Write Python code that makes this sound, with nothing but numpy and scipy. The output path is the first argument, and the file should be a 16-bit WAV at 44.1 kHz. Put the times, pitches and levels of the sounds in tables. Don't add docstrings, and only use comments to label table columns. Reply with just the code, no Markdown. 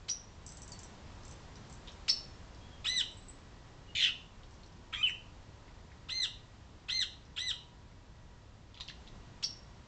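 import sys
import numpy as np
from scipy import signal
from scipy.fft import rfft, irfft
from scipy.io import wavfile
from scipy.ndimage import uniform_filter1d

SR = 44100
rng = np.random.default_rng(int(sys.argv[2]) if len(sys.argv) > 2 else 0)


def output_pcm(signal):
    pcm = np.clip(np.atleast_2d(signal).T, -1, 1) * 32767
    wavfile.write(sys.argv[1], SR, np.round(pcm).astype(np.int16))


def invert_db(x):
    u = np.asarray(x, float) / 20
    return 10 ** u


N = 435266
SAMPLING_HZ = 16000

# frequency in Hz, level in dB per Hz.
AIR_SPECTRUM = [(8.8, -55), (15, -1.5), (66, 0), (229, -10.5), (349, -13.5), (455, -15.5), (533, -16),
                (905, -18), (980, -17.5), (1660, -26.5), (1900, -28.5), (2170, -32.5), (5330, -41.5),
                (7510, -45.5), (8350, -43), (10900, -79), (18400, -120)]
# time in seconds, level in dB.
TRAFFIC_SWELL = [(0.0, -61), (0.3, -61), (0.77, -57.5), (1.67, -57.5), (4.48, -62), (5.61, -61.5),
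                 (7.34, -63.5), (8.69, -64.5), (9.04, -60.5), (9.87, -62)]
# level at mean swell in dB, share of the swing it follows (0-1).
GARDEN_LAYERS = [
    (-54, 0.51),
    (-61, 0.98),
    (-63, 0.97),
]
# frequency in Hz, width in Hz, level in dB.
MOTOR_HUM = [
    (100, 10, -64),
    (963, 1.5, -75),
    (1926, 1.5, -81),
]
# frequency in Hz, time to die by 60 dB in seconds.
WALL_DECAY = [(1000, 0.22), (3000, 0.3734), (5500, 0.39), (8000, 0.34)]
# delay in seconds, spread in seconds, level over the tail in dB.
WALL_SLAPS = [
    (0.01, 0.0054, 6),
    (0.026, 0.0026, 2.5),
]
# time in seconds, peak in dB.
TICKS = [(0.4641, -33.5), (0.4904, -35), (0.5207, -36.5), (0.5703, -35.5), (0.619, -35.5), (0.678, -37),
         (0.7198, -33.5), (0.7905, -35), (0.832, -35), (1.2511, -41), (1.28, -41), (1.3111, -40.5),
         (1.697, -41), (1.726, -40.5)]
# frequency in Hz, width in Hz, level in dB.
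TICK_BANDS = [(7600, 600, -7), (6300, 700, -11), (5100, 500, -15)]
# time in seconds, peak in dB.
TWITTER = [(3.113, -51), (3.170, -45), (3.222, -47), (3.268, -52), (3.284, -37), (3.322, -58)]
# time in seconds, peak in dB, frequency in Hz.
SCRATCHES = [(1.233, -40, 5460), (1.556, -38, 5140), (1.874, -31, 3510), (1.881, -29, 3510),
             (1.889, -35, 3620), (1.918, -39.5, 5580), (2.546, -41.5, 4770), (4.433, -40.5, 3430),
             (4.633, -41, 4170), (5.679, -43, 2200), (8.743, -36.5, 3440), (8.751, -39, 3280),
             (8.767, -40, 2520), (8.774, -32, 3060), (8.801, -30.5, 3890), (8.807, -22, 3530),
             (8.822, -46, 3830), (8.879, -31.5, 4730), (8.885, -25, 3190), (8.896, -30, 3560),
             (8.899, -30.5, 1800), (9.068, -42, 3240), (9.075, -34, 3360), (4.507, -45, 5400),
             (4.541, -45, 5900), (4.662, -46, 5820), (4.722, -49, 5000)]
# time in seconds, peak in dB, frequency in Hz.
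TAPS = [(5.917, -46, 1900), (7.252, -56.5, 5410), (7.915, -52.5, 2110), (8.842, -48, 6350),
        (8.843, -48, 1213), (8.8, -41, 1050)]
# start in seconds, length in seconds, first pitch in Hz, last pitch in Hz, level in dB.
FAR_WHISTLES = [
    (2.6, .1, 3180, 3400, -72),
    (2.68, .12, 3420, 3230, -70),
    (3.875, .045, 2920, 2850, -68),
    (.714, .026, 4900, 4450, -47),
]
# frequency in Hz, gain in dB.
THROAT = [(900, -45), (1300, -1.5), (2000, -15), (3000, 10), (4000, -4), (5000, -4), (6000, -14),
          (7300, -6.5), (8200, -13)]
# start in seconds, length in seconds, top pitch in Hz, time of the upward snap in seconds.
ARCHES = [
    (2.845, .177, 2030, .021),
    (6.086, .177, 2085, .016),
    (6.885, .154, 2095, .018),
    (7.364, .159, 2030, .021),
]
# level in dB, swell to the end in dB, added brightness in dB per partial.
ARCH_EFFORTS = [(-36.5, 2, 0.7), (-42, 8.5, -0.14), (-37.5, 5, -0.5), (-40.5, 3, -0.2)]
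# start in seconds, first voice in Hz, second voice in Hz.
CHIPS = [
    (.082, 5830, 4900),
    (2.08, 5410, 4570),
    (9.425, 5570, 4690),
]
# first voice in dB, second voice in dB, rough onset in dB.
CHIP_LEVELS = [(-31, -48, -53), (-27, -32, -44.5), (-32, -39, -52.5)]
# time in seconds, pitch in Hz, level in dB, roughness (0-1).
CHURR = [
    (3.95, 1240, -40, 0.7),
    (3.955, 1198, -44.5, 0.7),
    (3.995, 1180, -42, 1),
    (4.04, 1025, -38, 1.05),
    (4.08, 905, -47, 0.8),
    (4.099, 839, -51, 0.8),
]
# time in seconds, pitch in Hz, level in dB, roughness (0-1).
CREAK = [
    (4.925, 1245, -46.5, 0.4),
    (4.938, 1284, -43, 0.8),
    (4.955, 1053, -47, 1.3),
    (4.982, 1225, -44, 0),
    (5.005, 1193, -42, 0.1),
    (5.022, 1310, -44, 0.04),
]
# time in seconds, pitch in Hz, level in dB, roughness (0-1).
WHISTLE = [
    (5.029, 3100, -28.5, 0.09),
    (5.031, 3084, -34.5, 0),
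    (5.057, 2948, -37.5, 0.04),
    (5.069, 2673, -34.5, 0.06),
    (5.086, 2415, -37, 0.1),
    (5.093, 2024, -32.5, 0.6),
    (5.099, 1740, -28.5, .6),
]
# level in dB, first partial to last.
ARCH_PARTIALS = [1.5, 3, -3.3, -4.5, -5.5, -0.5]
CLUCK_PARTIALS = [-30, 11, 0.5, 10, -7]
CHURR_PARTIALS = [-36, 6, 3, -7, -4.5, -4, -7, -12.5]
CREAK_PARTIALS = [-1.5, 4, -10.5, -19, -9.5, -12]
WHISTLE_PARTIALS = [0, -27, -13]
ONSET_PARTIALS = [2, 2.5, 10.5, 10.5, 6.5]
# level in dB, first to last.
CHURR_HALVES = [-60, -60, -14, -54.5, -5, -60, 2.5, -60.5, -10, -61, -3.5]
# frequency in Hz, gain in dB.
INPUT_FILTER = [(7500, 0.08), (7800, -5.5), (7990, -8.5)]
# frequency in Hz, gain in dB.
SMOOTHING_FILTER = [(7300, -1.07), (7800, -0.5), (8200, -6), (8600, -21), (9000, -36.5), (9400, -46),
                    (10000, -39.5), (11000, -51), (12000, -56.5), (12600, -77), (13000, -87)]


def in_log(points, hz):
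    table_hz, values = np.array(points)[:, 0], np.array(points)[:, 1]
    return np.interp(np.log(hz), np.log(table_hz), values)


def rms_one(x):
    return x / np.sqrt(np.mean(np.abs(x) ** 2) + 1e-20)


def flutter(size, width_hz):
    r = np.exp(-2 * np.pi * width_hz / SR)
    white = rng.standard_normal(size) + 1j * rng.standard_normal(size)
    return rms_one(signal.lfilter([1], [1, -2 * r, r * r], white))


def add(out, s, piece):
    i = round(s * SR)
    out[i:i + len(piece)] += piece[:N - i]


def shaped(x, points):
    hz = np.arange(N // 2 + 1) * SR / N + 1
    return irfft(rfft(x) * invert_db(in_log(points, hz)), N)


def highpass(x, hz):
    return signal.sosfilt(signal.butter(4, hz, "high", fs=SR, output="sos"), x)


def garden():
    s, swell_db = np.transpose(TRAFFIC_SWELL)
    t = np.arange(N) / SR
    hz = np.arange(N // 2 + 1) * SR / N + .01
    spectrum = rfft(rng.standard_normal(N)) * invert_db(in_log(AIR_SPECTRUM, np.minimum(hz, 7400)))
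    low = 1 / (1 + (hz / 200) ** 4)
    high = 1 / (1 + (2500 / hz) ** 4)
    swing_db = np.interp(t, s, swell_db - swell_db.mean())
    out = 0
    for part, (level_db, follows) in zip((low, 1 - low - high, high), GARDEN_LAYERS):
        layer = rms_one(irfft(spectrum * part, N))
        out = out + layer * invert_db(level_db + follows * swing_db)
    for line_hz, width_hz, level_db in MOTOR_HUM:
        wobble = .8 + .6 * flutter(N, width_hz)
        out = out + invert_db(level_db + 3.5) * np.imag(wobble * np.exp(2j * np.pi * line_hz * t))
    return out


def walls(x):
    echo_db, rise_s = 1.5, 0.0035
    t = np.arange(int(.7 * SR)) / SR
    white = rng.standard_normal(len(t))
    edges = np.geomspace(600, 9600, 9)
    tail = 0
    for low, high in zip(edges, edges[1:]):
        band = signal.sosfilt(signal.butter(2, [low, high], "band", fs=SR, output="sos"), white)
        tail = tail + band * invert_db(-60 * t / in_log(WALL_DECAY, np.sqrt(low * high)))
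    bunches = sum(invert_db(slap_db) * np.exp(-((t - s) / spread) ** 2) for s, spread, slap_db in WALL_SLAPS)
    tail = tail * (1 - np.exp(-t / rise_s)) * (1 + bunches)
    tail = invert_db(echo_db) * tail / np.sqrt(np.sum(tail ** 2) * 5 / 2)
    return x + signal.fftconvolve(x, tail)[:N]


def puff(out, s, level_db, hz, width_hz, length):
    t = np.arange(int(4 * length * SR) + 64) / SR
    band = np.imag(flutter(len(t), width_hz) * np.exp(2j * np.pi * hz * t))
    attack = np.clip(t / 0.00055, 0, 1)
    add(out, s, invert_db(level_db) * band * np.exp(-3 * t / length) * attack)


def scratches(out):
    scratch_s = 0.01
    for s, level_db, hz in TAPS:
        puff(out, s, level_db, hz, 0.17 * hz, .006)
    for s, level_db, hz in SCRATCHES:
        puff(out, s, level_db - 9, hz, .16 * hz, scratch_s)
        puff(out, s + .001, level_db - 19.5, 1.4 * hz, 0.18 * hz, scratch_s)
        puff(out, s, level_db - 30.5, 2 * hz, 0.091 * hz, scratch_s)


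def sing(out, rows, partials_db, wobble_hz=257.0):
    s, hz, level_db, rough = np.transpose(rows)
    t = s[0] + np.arange(int((s[-1] - s[0]) * SR)) / SR
    pitch = np.interp(t, s, hz)
    pitch = uniform_filter1d(pitch, len(t) // 16 + 1, mode="nearest")
    phase = 2 * np.pi * np.cumsum(pitch) / SR
    rough = np.clip(np.interp(t, s, rough), 0, 1)
    edge = np.clip(np.minimum(t - s[0], s[-1] - t) / 0.0027, 0, 1)
    tone = 0
    for k, partial_db in enumerate(partials_db, 1):
        gain = invert_db(in_log(THROAT, k * pitch) + partial_db)
        cycles = np.sqrt(1 - rough) + np.sqrt(rough) * flutter(len(t), wobble_hz)
        tone = tone + gain * np.imag(cycles * np.exp(1j * k * phase))
    add(out, s[0], np.sqrt(2) * edge * invert_db(np.interp(t, s, level_db)) * tone)


def far_whistles(out):
    fade_db, clear_db, blurred_db = 11, -40, -90
    share = np.linspace(0, 1, 20)
    for s, length, first_hz, last_hz, level_db in FAR_WHISTLES:
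        rough = (clear_db - level_db) / (clear_db - blurred_db) + 0 * share
        pitch = last_hz + (first_hz - last_hz) * (1 - share) ** 2
        fade = level_db - fade_db * (2 * share - 1) ** 4
        sing(out, np.c_[s + length * share, pitch, fade, rough], [0], wobble_hz=60.)


def small_birds(out):
    for s, level_db in TICKS:
        for hz, width_hz, band_db in TICK_BANDS:
            puff(out, s, level_db + band_db + 1.5, hz, width_hz, 0.011)
    first_hz, climb_hz_per_s = 7720, 900
    for s, level_db in TWITTER:
        puff(out, s, level_db, first_hz + climb_hz_per_s * (s - TWITTER[0][0]), 150., 0.013)


def neighbours():
    out = np.zeros(N)
    small_birds(out)
    scratches(out)
    far_whistles(out)
    return out


def broken_whistle(out):
    sing(out, CREAK, CREAK_PARTIALS)
    second_voice = [(4.927, 1520, -49, .4), (4.937, 1581, -36.5, 0.82), (4.955, 1666, -43, 0.62)]
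    sing(out, second_voice, [0, -6])
    sing(out, WHISTLE, WHISTLE_PARTIALS)


def churr():
    out = np.zeros(N)
    sing(out, CHURR, CHURR_PARTIALS, wobble_hz=190.)
    sing(out, np.array(CHURR) * [1, .5, 1, 1], CHURR_HALVES, wobble_hz=150.)
    sing(out, np.array(CHURR) * [1, 1.7, 0.85, 1], [-4.5], wobble_hz=200.)
    beat_hz = 185 * (1 + 0.303 * flutter(N, 57.0).real)
    beat = 2 * np.pi * np.cumsum(beat_hz) / SR
    return highpass(out, 1250) * (1 + .5 * np.cos(beat))


def chip(out, s, first_hz, second_hz, first_db, second_db, onset_db):
    start_slack, snap_s, snap_power, length_s = .58, .0108, 8, .028
    top_db, slack_loss_db, hold_s, release_db_per_s = 2, 78, 0.022, 3995
    after = np.linspace(0, length_s, 20)
    slack = start_slack / (1 + (after / snap_s) ** snap_power)
    ratio = 1 - slack
    shape_db = top_db - slack_loss_db * slack - release_db_per_s * np.maximum(after - hold_s, 0)
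    rough = .15 + 0 * after
    sing(out, np.c_[s + after, first_hz * ratio, first_db + 10.5 + shape_db, rough], [0])
    sing(out, np.c_[s + .003 + after, second_hz * ratio, second_db + 8 + shape_db, rough], [0])
    creak = [(s, 1350, onset_db - 1.0, .8), (s + 0.00702, 1550, onset_db, .8), (s + 0.01365, 1900, onset_db + 8, .8)]
    sing(out, creak, ONSET_PARTIALS, wobble_hz=800.)


def cluck(out, s, level_db):
    start, length_s = s - .002, .012
    level_db = level_db - 14.5
    sing(out, [(start, 790, level_db - 6, .4), (start + length_s, 1100, level_db, .4)], CLUCK_PARTIALS)


def arch(out, s, length, top_hz, snap_s, level_db, swell_db, bright_db):
    start_slack, snap_power, sag, sag_power = .39, 3.5, .36, 7
    top_db, slack_loss_db, release_share, release_db = 1, 29.5, 0.082, 8
    steady_rough, full_rough_slack, rough_power = .03, .55, 1.6
    cluck(out, s, level_db)
    share = np.linspace(0, 1, 40)
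    slack = start_slack / (1 + (share * length / snap_s) ** snap_power) + sag * share ** sag_power
    release = np.clip(1 - (1 - share) / release_share, 0, 1)
    shape_db = top_db - slack_loss_db * slack - release_db * release + swell_db * share
    rough = steady_rough + (slack / full_rough_slack) ** rough_power
    partials_db = ARCH_PARTIALS + bright_db * np.arange(len(ARCH_PARTIALS))
    sing(out, np.c_[s + length * share, top_hz * (1 - slack), level_db + shape_db, rough], partials_db)


def songbird():
    out = churr()
    broken_whistle(out)
    for call, levels in zip(CHIPS, CHIP_LEVELS):
        chip(out, *call, *levels)
    for note, effort in zip(ARCHES, ARCH_EFFORTS):
        arch(out, *note, *effort)
    return highpass(out, 950)


def scene():
    return (walls(songbird() + neighbours()) + garden())[None]


def roll_off(x):
    return signal.sosfilt(signal.butter(12, 12600, fs=SR, output="sos"), x)


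def record(dry):
    kept = shaped(dry, INPUT_FILTER + [(SAMPLING_HZ / 2, -120)])
    mirrored = kept * (1 + 2 * np.cos(2 * np.pi * SAMPLING_HZ * np.arange(N) / SR))
    mix = shaped(mirrored, SMOOTHING_FILTER + [(14000, -120)])
    return roll_off(mix)


dry = scene()
out = record(dry)
output_pcm(out)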